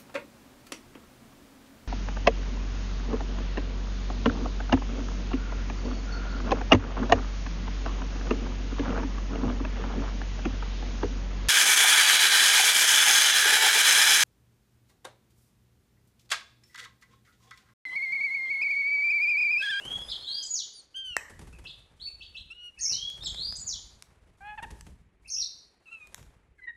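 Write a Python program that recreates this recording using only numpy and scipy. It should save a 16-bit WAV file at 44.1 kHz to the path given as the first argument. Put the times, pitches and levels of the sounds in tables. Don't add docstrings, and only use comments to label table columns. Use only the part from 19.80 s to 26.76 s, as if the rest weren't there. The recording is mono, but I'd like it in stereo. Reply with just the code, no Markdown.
import sys
import numpy as np
from scipy import signal
from scipy.fft import rfft, irfft
from scipy.io import wavfile
from scipy.ndimage import uniform_filter1d

SR = 44100
rng = np.random.default_rng(int(sys.argv[2]) if len(sys.argv) > 2 else 0)


def generate_wav(signal):
    frames = np.transpose(np.atleast_2d(signal))
    scaled = np.clip(frames, -1, 1) * 32767
    pcm = np.round(scaled).astype(np.int16)
    wavfile.write(sys.argv[1], SR, pcm)


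N = 306936
T = np.arange(N) / SR

# start in seconds, strength in dB before the offset of each sound it makes.
WING_BEATS = [(0.05, -47), (1.496, -43.5), (1.591, -47), (1.612, -49), (1.671, -51), (1.726, -53.5),
              (1.785, -50), (1.84, -55), (3.11, -48.5), (3.374, -56.5), (3.435, -49), (3.573, -51),
              (4.825, -44.5), (4.904, -44.5), (5.065, -48), (6.377, -51.5)]


def from_db(db):
    return 10 ** (np.asarray(db) / 20)


def rms_one(x):
    return x / np.sqrt(np.mean(x ** 2) + 1e-20)


def at_hz(points, hz):
    p = np.array(points)
    return np.interp(np.log(np.maximum(hz, 1)), np.log(p[:, 0]), p[:, 1])


def drift(rate_hz):
    lowpass = signal.butter(2, rate_hz, fs=SR, output="sos")
    white = rng.standard_normal(N + SR)
    return rms_one(signal.sosfilt(lowpass, white)[SR:])


def pair(x):
    # frequency in Hz, left-right likeness (1 = identical).
    likeness = [(105, 1), (300, .75), (1000, .97), (2300, .55), (8000, .93), (12000, .98)]
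    shared, opposed = rfft(x)
    hz = np.arange(len(shared)) * SR / x.shape[1]
    alike = np.clip(at_hz(likeness, hz), 0, 1)
    mid = np.sqrt((1 + alike) / 2) * shared
    side = np.sqrt((1 - alike) / 2) * opposed
    return irfft([mid + side, mid - side], x.shape[1])


def coloured(spectrum):
    white = rfft(rng.standard_normal((2, N)))
    hz = np.arange(white.shape[1]) * SR / N
    return rms_one(pair(irfft(white * from_db(at_hz(spectrum, hz)), N)))


def near_bird():
    # start in seconds, length in seconds, first, turning and last pitch in Hz,
    # turn as a share of the length, top level in dB before the levels of the partials.
    chirp_notes = [(.475, 0.073, 1640, 1617, 1620, 0.15, -36), (.53, 0.13, 1623, 1642, 1556, 0.41, -35.5),
                   (1.142, 0.094, 1463, 1590, 1572, 0.28, -31),
                   (1.222, 0.18, 1590, 1538, 1242, 0.22, -33.5),
                   (2.698, 0.041, 1290, 1342, 1453, 0.38, -37.5),
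                   (2.745, 0.16, 1443, 1442, 1400, 0.75, -40)]
    hoarse_notes = [(6.056, 0.06, 1378, 1277, 1470, 0.63, -48.5),
                    (6.11, 0.092, 1368, 1347, 1277, 0.2, -39.5),
                    (6.188, 0.12, 1310, 1228, 1235, 0.34, -47.5)]
    low_coo_notes = [(4.606, 0.15, 777, 843.6, 848, 0.61, -50), (4.775, 0.03, 957, 891, 760, 0.31, -46),
                     (4.822, 0.0321, 868, 948, 740, 0.5, -46)]
    high_coo_notes = [(6.778, 0.045, 1100, 1047, 993, .3, -61.5), (6.78, 0.029, 890, 800, 770, .7, -58),
                      (6.815, 0.045, 1010, 1005, 990, 0.65, -47),
                      (6.866, 0.048, 922, 956, 919, 0.39, -36.5), (6.918, 0.03, 965, 960, 940, 0.32, -58)]
    peep_notes = [(.21, .11, 5120, 5020, 4530, .7, -59.5), (.93, 0.085, 4930, 4580, 4135, .65, -55.5)]
    chirp_db = [-28.5, -4.5, -28.5, -24.5, -35.5, -27, -32.5, -33]
    hoarse_db = [-20.5, -2.5, -22.5, -37, -31, -28]
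    low_coo_db = [6, 2.5, -0.5, -12, -21]
    high_coo_db = [-30.5, -0.5, -31, -22.5]
    peep_db = [5, 0]

    clear = voice(arcs(chirp_notes, swell_db=12.0, fade_db=7.9), stack(chirp_db),
                  edge_s=0.0053, waver=0.0079, shimmer_db=1.0)
    peeps = voice(arcs(peep_notes, swell_db=8.6, fade_db=1.59), stack(peep_db),
                  edge_s=0.0084, waver=0.0017, shimmer_db=1.5)
    hoarse = voice(arcs(hoarse_notes, swell_db=8.0, fade_db=18.4), stack(hoarse_db),
                   edge_s=0.0023, waver=0.007, shimmer_db=2.5)
    low_coos = voice(arcs(low_coo_notes, swell_db=9.7, fade_db=7.23), stack(low_coo_db) + halves(-12.5),
                     edge_s=0.0019, waver=0.013, shimmer_db=1.0)
    high_coos = voice(arcs(high_coo_notes, swell_db=10.0, fade_db=7.2), stack(high_coo_db),
                      edge_s=0.007, waver=0.0093, shimmer_db=2.1)
    return clear + peeps + hoarse + low_coos + high_coos


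def arcs(rows, swell_db, fade_db):
    pitch_roundness, level_roundness = 1.3, 1.43
    notes, away = [], np.linspace(-1, 1, num=11)
    before = away < 0
    for start, length, first, turning, last, turn, db in rows:
        turn = np.clip(turn, .05, .95)
        s = start + length * (turn + away * np.where(before, turn, 1 - turn))
        hz = turning + np.abs(away) ** pitch_roundness * (np.where(before, first, last) - turning)
        under_top_db = np.abs(away) ** level_roundness * np.where(before, swell_db, fade_db)
        notes.append(np.transpose([s, hz, db - under_top_db]))
    return notes


def stack(levels_db):
    return list(enumerate(levels_db, 1))


def halves(db):
    return [(k + .5, db) for k in range(1, 4)]


def voice(notes, partials, edge_s, waver, shimmer_db):
    dulling_db = 0.8
    out = np.zeros(N)
    unsteady = 1 + waver * drift(320.0)
    shimmer = shimmer_db * drift(100.0)
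    for note in notes:
        s, hz, db = np.transpose(note)
        span = slice(max(int(s[0] * SR), 0), int(s[-1] * SR))
        t = T[span]
        pitch = uniform_filter1d(np.interp(t, s, hz), size=140) * unsteady[span]
        phase = 2 * np.pi * np.cumsum(pitch) / SR
        since_start = t - s[0] + (s[0] <= 0)
        fade = np.clip(np.minimum(since_start, s[-1] - t) / edge_s, 0, 1)
        level_db = np.interp(t, s, db)
        under_db = level_db - db.max()
        tone = 0
        for k, partial_db in partials:
            flicker_db = np.roll(shimmer, int(k * SR / 10))[span]
            dulled_db = dulling_db * max(k - 2, 0) * under_db
            audible = k * pitch < SR / 2
            tone = tone + from_db(partial_db + dulled_db + flicker_db) * np.sin(k * phase) * audible
        out[span] += np.sqrt(2) * from_db(level_db) * fade * tone
    return out


def far_bird():
    octave_db, breath_db = -23.5, -26.5
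    tone = voice(whistles(), stack([0]), edge_s=.006, waver=.002, shimmer_db=1.5)
    loud = uniform_filter1d(np.abs(tone), size=200)
    beak = signal.butter(2, [4600, 9800], "band", fs=SR, output="sos")
    octave = signal.sosfilt(beak, tone ** 2 / (loud + 1e-9))
    breath_band = signal.butter(4, [7800, 12500], "band", fs=SR, output="sos")
    hiss = signal.sosfilt(breath_band, rng.standard_normal(N))
    return tone + from_db(octave_db) * octave + from_db(breath_db) * loud * hiss


def whistles():
    # start in seconds, length in seconds, first pitch in Hz, goal pitch in Hz,
    # easing time in seconds, top level in dB within the far bird's song.
    slide_rows = [(-.05, 0.26, 2217, 3361, 0.037, -35), (0.393, 0.048, 3660, 4350, 0.0066, -42.5),
                  (1.723, 0.016, 2300, 2850, 0.0067, -37.5), (1.884, .022, 4910, 3180, .0045, -40.5),
                  (2.192, 0.1, 2910, 4469, .0068, -34.5), (2.259, 0.021, 2190, 2864, 0.0066, -40.5),
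                  (2.958, 0.031, 2110, 2710, 0.0064, -44.5), (2.977, 0.021, 1580, 2010, 0.0055, -52),
                  (2.986, 0.016, 11700, 8580, 0.0015, -36.5), (3.048, 0.27, 2158, 3345, .038, -36.5),
                  (5.443, 0.022, 2140, 2827, 0.0066, -41), (5.472, 0.018, 12300, 8500, 0.0032, -37.5)]
    # start in seconds, first, top and last pitch in Hz, level at the low point in dB within the song.
    dip_rows = [(1.845, 3710, 4850, 4910, -39), (2.398, 3400, 4400, 5100, -41.5),
                (2.542, 3147, 3900, 4265, -36), (5.558, 3965, 3680, 3980, -48)]
    figure_shapes = { "hook": [(0, 3550, -13), (.017, 3700, -10), (.024, 5260, -18.5), (.038, 5300, -8),
                     (.052, 3700, -3), (.067, 2950, -4.5)], "rise": [(0, 3127, -14), (.06, 4127, -6.5),
                     (.115, 4680, 2.5), (.165, 4930, 2), (.21, 4915, -10)], "high fall": [(0, 8130, -4),
                     (.02, 7860, -2.5), (.044, 6300, -9.5)], "closing fall": [(0, 5520, -2.5),
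                     (.017, 8244, -14.5), (.05, 6855, -12), (.104, 6990, -5), (.118, 7030, 1),
                     (.159, 4750, 0.9), (.185, 3534, -7.5), (.212, 2836, -16)], "warble": [(0, 7150, -27.5),
                     (.013, 4236, -14), (.025, 6200, -9.5), (.033, 6787, -6.5), (.05, 5440, -3.5),
                     (.056, 6580, -7), (.074, 5150, 0.5), (.09, 5730, -6), (.123, 5870, -1.5),
                     (.136, 5100, -1), (.148, 4190, -1.5), (.164, 3464, -21)], }
    # figure name, start in seconds, time stretch (1 = as written), pitch factor (1 = as written),
    # level in dB within the song.
    figures_sung = [("hook", .278, .76, 0.97, -24), ("rise", .43, 1.01, 1.003, -29),
                    ("closing fall", 0.619, 0.98, 0.98, -30), ("warble", 2.982, 0.98, 1.008, -24),
                    ("hook", 3.405, 1.06, 1.005, -27), ("high fall", 3.438, 0.97, 0.96, -38),
                    ("rise", 3.535, 1.01, 1.003, -28.5), ("closing fall", 3.748, 1.005, 1.005, -32),
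                    ("warble", 5.472, 1.005, 0.98, -26.5)]
    figures = []
    for name, start, pace, pitch, db in figures_sung:
        figures.append(np.array(figure_shapes[name]) * [pace, pitch, 1] + [start, 0, db])
    return [slide(*row) for row in slide_rows] + [dip(*row) for row in dip_rows] + figures


def slide(start, length, first, goal, ease_s, db):
    swell_db, sag_db_per_s = 17.5, 25
    age = length * np.linspace(0, 1, num=16) ** 1.5
    top_s = 1.3 * ease_s + 0.28 * length
    swell = -swell_db * np.clip(1 - age / top_s, 0, 1)
    sag = -sag_db_per_s * np.clip(age - top_s, 0, None)
    hz = goal + (first - goal) * (1 + age / ease_s) * np.exp(-age / ease_s)
    return np.transpose([start + age, hz, db + swell + sag])


def dip(start, first, top, last, db):
    low_hz, fall_s, hold_s, rise_s, tail_s = 2635, 0.009, 0.009, 0.011, 0.021
    s = start + np.cumsum([0, fall_s, hold_s, rise_s, tail_s])
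    level_db = db + np.array([-13, 0, 0, -5.5, -13.5])
    return np.transpose([s, [first, low_hz, low_hz, top, last], level_db])


def snap():
    # time in seconds, impulse strength in dB.
    contacts = [(1.3666, -27), (1.3671, -15)]
    # resonance in Hz, level in dB against the impulse, time to fall by 60 dB in seconds.
    snap_modes = [(1850, 2.5, .011), (1350, -3, .006), (900, -13, .008), (5600, -1, .002),
                  (7600, 2.5, .0018), (11000, -6, .0012)]
    clicks = np.zeros(N)
    for s, db in contacts:
        clicks[int(s * SR)] = from_db(db)
    rung = sum(from_db(db) * ring(clicks, hz, t60) for hz, db, t60 in snap_modes)
    return signal.sosfilt(signal.butter(2, 500, "high", fs=SR, output="sos"), rung)


def ring(clicks, hz, t60):
    r, w = from_db(-60 / (t60 * SR)), 2 * np.pi * hz / SR
    return signal.lfilter([0, np.sin(w)], [1, -2 * r * np.cos(w), r * r], clicks + 1e-18)


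def ticks():
    # start in seconds, direct-sound peak in dB, nominal centre of the band in Hz.
    tick_rows = [(3.3004, -25, 7420), (3.546, -30.5, 1220), (3.7248, -29.5, 1402), (4.2239, -29, 3656),
                 (4.912, -38, 8000), (5.0099, -33, 2480), (6.272, -34, 6400), (6.3451, -22.5, 3920),
                 (6.4283, -40.5, 2000)]
    decay_s, length = 0.00086, 400
    out, noise = np.zeros(N), rng.standard_normal((len(tick_rows), length))
    for (s, db, hz), burst in zip(tick_rows, noise):
        edges = [hz / 3.14, min(hz * 4.0, SR / 2.2)]
        band = signal.butter(2, edges, "band", fs=SR, output="sos")
        crack = signal.sosfilt(band, burst * np.exp(-np.arange(length) / SR / decay_s))
        out[int(s * SR):][:length] += from_db(db) * crack / np.abs(crack).max()
    return out


def air():
    # time in seconds, rumble level in dB, rustle level in dB, both before drift and the rustle's lift.
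    movement = [(0.0, -101, -58), (.17, -48, -56), (.54, -74.5, -67), (1.1, -77, -77.5), (1.45, -61, -82),
                (1.65, -64.5, -79.5), (2.0, -61.5, -72.5), (2.6, -62.5, -76.5), (2.8, -67.5, -80),
                (3.43, -53.5, -66), (3.9, -53.5, -67.5), (4.25, -66, -72.5), (4.7, -60, -74.5),
                (5.1, -54, -82.5), (5.4, -65, -78), (6.1, -75.5, -75.5), (6.4, -59, -67.5),
                (6.96, -74.5, -89.5)]
    # frequency in Hz, relative density in dB per Hz.
    rumble_spectrum = [(22, -20.5), (38, 2), (54, 6.5), (110, -6), (200, -11), (400, -38.5)]
    rustle_spectrum = [(150, -7), (400, -6), (900, -8), (2000, -12.5), (5000, -20), (9000, -18),
                       (11500, -17), (14000, -35.5)]
    s, rumble_db, rustle_db = np.transpose(movement)
    rumble = from_db(np.interp(T, s, rumble_db) + 3.7 * drift(22.0))
    rustle = from_db(np.interp(T, s, rustle_db) + 5.5)
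    for start, db in WING_BEATS:
        age = np.clip(T - start, 0, None) / 0.056
        attack = np.minimum(age * 25, 1)
        decay = 1.3 * np.exp(-age * 7.0) + .22 * np.exp(-age)
        rustle = rustle + from_db(db - 4.0) * attack * decay
        rumble = rumble + from_db(db - 2.0) * age * np.exp(-age / 0.8)
    rumbling = rumble * coloured(rumble_spectrum)
    return rumbling + rustle * from_db(1.9 * drift(30.0)) * coloured(rustle_spectrum)


def thumps():
    # frequency in Hz, relative density in dB per Hz.
    thump_spectrum = [(50, -13), (110, -0.6), (250, -9.5), (450, -11), (900, -41.5)]
    thump_db, top_s = -6.5, 0.019
    start, beat_db = np.array(WING_BEATS).T
    age = np.clip(T - start[:, None], 0, None) / top_s
    pulses = from_db(beat_db) @ (age * np.exp(1 - age))
    return from_db(thump_db) * pulses * coloured(thump_spectrum)


def room(far, near):
    # frequency in Hz, time to fall by 60 dB in seconds.
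    decay_times = [(300, 0.67), (3000, 0.58), (7000, 0.52)]
    early_db, early_s = 8, .012
    back_wall_db, back_wall_s = 5, .045
    age, edges = np.arange(SR) / SR, np.geomspace(100, 18000, num=9)
    echo, white = 0, rng.standard_normal((2, SR))
    for low, high in zip(edges, edges[1:]):
        band = signal.sosfilt(signal.butter(2, [low, high], "band", fs=SR, output="sos"), white)
        echo = echo + band * from_db(-60 * age / at_hz(decay_times, np.sqrt(low * high)))
    echo = rms_one(pair(echo)) / np.sqrt(SR)
    early = from_db(early_db) * np.exp(-age / early_s)
    slap = from_db(back_wall_db) * np.exp(-((age - back_wall_s) / .003) ** 2)
    late = 1 - np.exp(-age / .005)
    far_echo = echo * (1 + early + slap) * np.sqrt(late)
    near_echo = echo * late
    far_wet = signal.fftconvolve(far[None], far_echo, axes=1)[:, :N]
    return far_wet + signal.fftconvolve(near[None], near_echo, axes=1)[:, :N]


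def hush():
    # frequency in Hz, relative density in dB per Hz.
    hush_spectrum = [(120, -5.5), (400, 2.5), (900, -21.5), (2300, -6.5), (4000, -30.5), (15500, -44)]
    return from_db(-75) * coloured(hush_spectrum)


def scene():
    direct_db = -11
    far = from_db(-2.5) * far_bird()
    near = near_bird() + snap() + ticks()
    wet = room(far, from_db(-10.0) * near)
    return from_db(direct_db) * far + near + wet + air() + thumps() + hush()


def record(dry):
    quiet_db, most_dimming_db = -60.5, 11
    opposed_hz, bend = 13230, 2.08
    cutoff_hz = 16750
    spectrum, hz = rfft(dry), np.arange(N // 2 + 1) * SR / N
    heard = irfft(spectrum[0] * (hz > 600), N)
    level_db = 10 * np.log10(uniform_filter1d(heard ** 2, size=3500) + 1e-12)
    treble = irfft(spectrum / (1 + (3500 / (hz + 1)) ** 4), N)
    treble_gain = from_db(np.clip(level_db - quiet_db, -most_dimming_db, 0))
    dimmed = dry + treble * (treble_gain - 1)
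    turn = np.exp(-.46j * np.pi * np.minimum(hz / opposed_hz, 1) ** bend)
    ported = irfft(rfft(dimmed) * [turn, turn.conj()], N)
    return signal.sosfilt(signal.cheby2(12, 70, cutoff_hz, fs=SR, output="sos"), ported)


dry = scene()
out = record(dry)
generate_wav(out)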